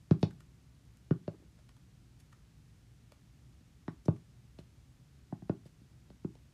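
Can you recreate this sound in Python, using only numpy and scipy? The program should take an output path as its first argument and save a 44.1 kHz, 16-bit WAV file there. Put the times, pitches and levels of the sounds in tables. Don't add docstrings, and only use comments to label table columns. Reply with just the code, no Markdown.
import sys
import numpy as np
from scipy import signal
from scipy.fft import rfft, irfft
from scipy.io import wavfile

SR = 44100
rng = np.random.default_rng(int(sys.argv[2]) if len(sys.argv) > 2 else 0)


def wav_record(signal):
    frames = np.transpose(np.atleast_2d(signal))
    bounded = np.clip(frames, -1, 1)
    quanta = np.round(bounded * 32767).astype(np.int16)
    wavfile.write(sys.argv[1], SR, quanta)


N = 287973

SIZE = 32768
HZ = np.maximum(np.fft.rfftfreq(SIZE, 1 / SR), 1)
AGE = np.arange(SIZE) / SR

# (f/Hz, level/dB, t60/s)
FLOOR_MODES = [(104.6, -7, 0.2), (138.3, -24, 0.66), (178, -2.5, 0.1), (211.6, -13.5, 0.32),
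               (305.8, -15, 0.2), (380, -7, 0.1), (418.4, -27, 0.071), (608, -12, 0.056)]
# (f/Hz, level/dB, t60/s)
HEEL_MODES = [(2720, 2, 0.044), (2930, -30, 0.043), (3870, -7, 0.062), (4600, -2, 0.034)]


def undb(db):
    return 10 ** (np.asarray(db) / 20)


def on_log_axis(hz, points_hz, values):
    return np.interp(np.log(hz), np.log(points_hz), values)


def causal(db):
    cepstrum = irfft(np.log(undb(db)))
    cepstrum[1:SIZE // 2] *= 2
    cepstrum[SIZE // 2 + 1:] = 0
    return np.exp(rfft(cepstrum))


def fade(t60):
    return np.exp(-np.log(1000) * AGE / t60)


def diffuse(t60, build_s):
    build_up = (1 - np.exp(-(AGE / build_s) ** 2)) ** 2
    envelope = fade(t60) * build_up
    noise = rng.standard_normal(SIZE)
    return rfft(noise * envelope / np.sqrt(np.sum(envelope ** 2)))


def add(track, s, spectrum):
    start = int(round(s * SR))
    track[start:start + SIZE] += irfft(spectrum)[:N - start]


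def heels(floor_db=-2, heel_db=-12):
    # (t/s, strength/dB, hardness/dB per octave, contact click/dB,
    # pitch of the struck spot f/Hz, lag of the edge echo at 200 Hz/ms, echo share/0-1)
    landings = [(0.11, 29.5, -0.1, -18.5, 148, .4, 0.4), (1.1087, 26.5, -0.66, -31, 138, 1.93, 0.36),
                (3.88, 12, 3, -31, 1440, 2.35, 0.64), (5.324, 12.5, 0.54, -62, 720, 2.44, 0.84),
                (5.421, 4, -2.5, -52, 730, 2.46, 0.8), (6.2459, 16.5, -2, -44, 337, 2.19, 0.41)]
    # (f/Hz, level/dB)
    narrow_body = [(150, 0), (370, -10), (650, -22), (1300, -30.5)]
    track = np.zeros(N)
    for s, strength_db, hardness_db, click_db, spot_hz, edge_ms, edge_share in landings:
        ring = undb(floor_db) * ringing(FLOOR_MODES) + undb(heel_db) * ringing(HEEL_MODES)
        colour_db = contact(narrow_body, strength_db, hardness_db, click_db) + spot(spot_hz)
        blow = strike(colour_db, ring)
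        add(track, s, blow * (1 + edge_share * edge_echo(edge_ms)))
    return track


def soles(floor_db=-1, heel_db=-8):
    # (t/s, strength/dB, hardness/dB per octave, contact click/dB, pitch of the struck spot f/Hz)
    slaps = [(0.2289, 30, -2, -8, 886), (1.2783, 16, 0.5, -29.5, 550), (3.607, -9, -4, -47, 250),
             (4.057, -1.5, -.3, -53, 330), (4.082, 31, -2.5, -31, 1030), (4.5874, 3.5, 0.5, -32.5, 2930),
             (5.495, 22, 0.53, -33, 290), (5.656, 0, -3.5, -38.5, 534), (5.814, -6, -5.5, -48, 247),
             (6.1021, -6.9, 3.3, -38, 203)]
    # (f/Hz, level/dB)
    flat_body = [(150, 0), (370, -11), (650, -16), (1300, -34)]
    track = np.zeros(N)
    for s, strength_db, hardness_db, click_db, spot_hz in slaps:
        ring = undb(floor_db) * ringing(FLOOR_MODES) + undb(heel_db) * ringing(HEEL_MODES)
        colour_db = contact(flat_body, strength_db, hardness_db, click_db) + spot(spot_hz)
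        add(track, s, strike(colour_db, ring))
    return track


def strike(colour_db, ring, level_db=-2, rattle_db=-12, rattle_t60=0.031, wall_s=0.012, wall_db=-16, scatter_hz=190):
    # (f/Hz, level/dB)
    plank_colour = [(25, -55.5), (45, -20.5), (70, -20), (100, -3.5), (155, 0), (255, -3), (370, 1.5),
                    (1000, -1.5), (1500, 2), (2000, -2.5), (2700, -2), (4400, 1.5), (7000, -13),
                    (16000, -61)]
    travel_ms = 5.78
    plank_db = on_log_axis(HZ, *np.transpose(plank_colour))
    blow = causal(level_db + plank_db + colour_db) * grit()
    wall = undb(wall_db) * np.exp(-2j * np.pi * HZ * wall_s)
    rattle = undb(rattle_db) * diffuse(rattle_t60, build_s=0.0024)
    short_waves = 1j * HZ / (scatter_hz + 1j * HZ)
    return blow * bending(travel_ms) * (1 + ring + short_waves * (rattle + wall))


def contact(body, strength_db, hardness_db, click_db):
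    click_hz = 4170
    hz, shape_db = np.transpose(body)
    body_db = strength_db + shape_db + hardness_db * np.log2(hz / hz[0])
    return on_log_axis(HZ, [*hz, click_hz], [*body_db, click_db])


def spot(hz):
    height_db, half_width_octaves = 7.5, 0.25
    return height_db / (1 + (np.log2(HZ / hz) / half_width_octaves) ** 2)


def grit(grit_hz=2400, grit_t60=0.0099, rasp_db=-3, clean_db=-2):
    treble = 1 / (1 + (grit_hz / HZ) ** 2)
    rasp = undb(rasp_db) * diffuse(grit_t60, build_s=0.00069)
    return 1 - treble + treble * (undb(clean_db) + rasp)


def bending(lag_ms, front_hz=7000):
    lag_s = lag_ms / 1000 * np.sqrt(200 / np.maximum(HZ, 50))
    lag_s = np.maximum(lag_s - np.interp(front_hz, HZ, lag_s), 0)
    return np.exp(-2j * np.pi * np.cumsum(lag_s) * SR / SIZE)


def edge_echo(lag_ms):
    return np.exp(-4j * np.pi * lag_ms / 1000 * np.sqrt(200 * HZ))


def ringing(modes):
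    mode_spread = 0.038
    ring = 0
    for (hz, db, t60), detune in zip(modes, rng.standard_normal(len(modes))):
        mode_hz = hz * (1 + mode_spread * detune)
        mode = np.cos(2 * np.pi * mode_hz * AGE) * fade(t60)
        ring = ring + undb(db) * mode * np.sqrt(hz / SR / np.sum(mode ** 2))
    return rfft(ring)


def ticks(snap_db=-11, swell_share=0.25, lag_ms=3):
    # (t/s, level/dB, pitch f/Hz, slope above the pitch/dB per octave, length/s)
    scuffs = [(0.117, -23.5, 1390, -8, 0.0056), (0.195, -37, 4000, -1, 0.064),
              (0.304, -31.5, 1540, -5, 0.015), (0.403, -32, 1240, -2.5, 0.0073),
              (1.338, -13, 323, -12, 0.02), (1.399, -13.5, 302, -12.5, 0.079),
              (1.58, -30.5, 644, -5, 0.028), (1.6893, -28, 1000, -4.5, 0.0071),
              (1.765, -31.5, 990, -5, 0.0053), (2.193, -38.5, 2000, 0, 0.027),
              (2.324, -27.5, 1230, -5.5, 0.012), (3.119, -19, 600, -5.5, 0.0055),
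              (4.054, -33, 5680, -8, .011), (4.16, -33, 1220, -6, 0.011), (4.584, -23.5, 606, -5, .025),
              (5.654, -33.5, 550, -1.7, 0.032), (6.351, -26.5, 440, -5, 0.0078)]
    top_hz = 11800
    bass_slope_db = 4.5
    track = np.zeros(N)
    top_db = -10 * np.log10(1 + (HZ / top_hz) ** 14)
    for s, level_db, pitch_hz, slope_db, length_s in scuffs:
        octaves = np.log2(HZ / pitch_hz)
        flanks_db = octaves * np.where(octaves > 0, slope_db, bass_slope_db)
        colour = causal(level_db + flanks_db + spot(pitch_hz) + top_db)
        scrape = diffuse(2 * length_s, build_s=swell_share * length_s)
        add(track, s, colour * bending(lag_ms) * (undb(snap_db) + scrape))
    return track


def room(x):
    # (centre f/Hz, level/dB re the direct sound, t60/s)
    bands = [(74.4, -31.5, 0.95), (196, -10, 0.29), (480, -21, 0.23), (1170, -7, 0.18), (3220, -6.5, 0.16),
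             (9900, -8, 0.22)]
    centres = np.transpose(bands)[0]
    response = 0
    for (hz, db, t60), band in zip(bands, np.eye(len(bands))):
        band_gain = np.sqrt(on_log_axis(HZ, centres, band))
        response = response + undb(db) * band_gain * diffuse(t60, build_s=0.0013)
    return signal.fftconvolve(x, irfft(response)[:SIZE * 3 // 4])[:N]


def still_room():
    # (f/Hz, density level/dB)
    quiet_colour = [(20, -37), (30, -24), (43, -9), (62, 2.5), (86, -7), (119, 1), (200, -12), (260, -14),
                    (480, -28), (970, -32), (1700, -32.5), (6700, -37), (11000, -43), (15500, -50.5)]
    quiet_db = -59.5
    hz = np.maximum(np.fft.rfftfreq(N, 1 / SR), 1)
    colour = undb(on_log_axis(hz, *np.transpose(quiet_colour)))
    noise = irfft(rfft(rng.standard_normal(N)) * colour, N)
    return noise * undb(quiet_db) / np.std(noise)


def scene():
    shoes = heels() + soles() + ticks()
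    return (shoes + room(shoes) + still_room())[None]


def record(dry):
    top_hz = 15300
    low_pass = signal.ellip(8, .2, 70, top_hz, fs=SR, output="sos")
    return signal.sosfilt(low_pass, dry)


dry = scene()
out = record(dry)
wav_record(out)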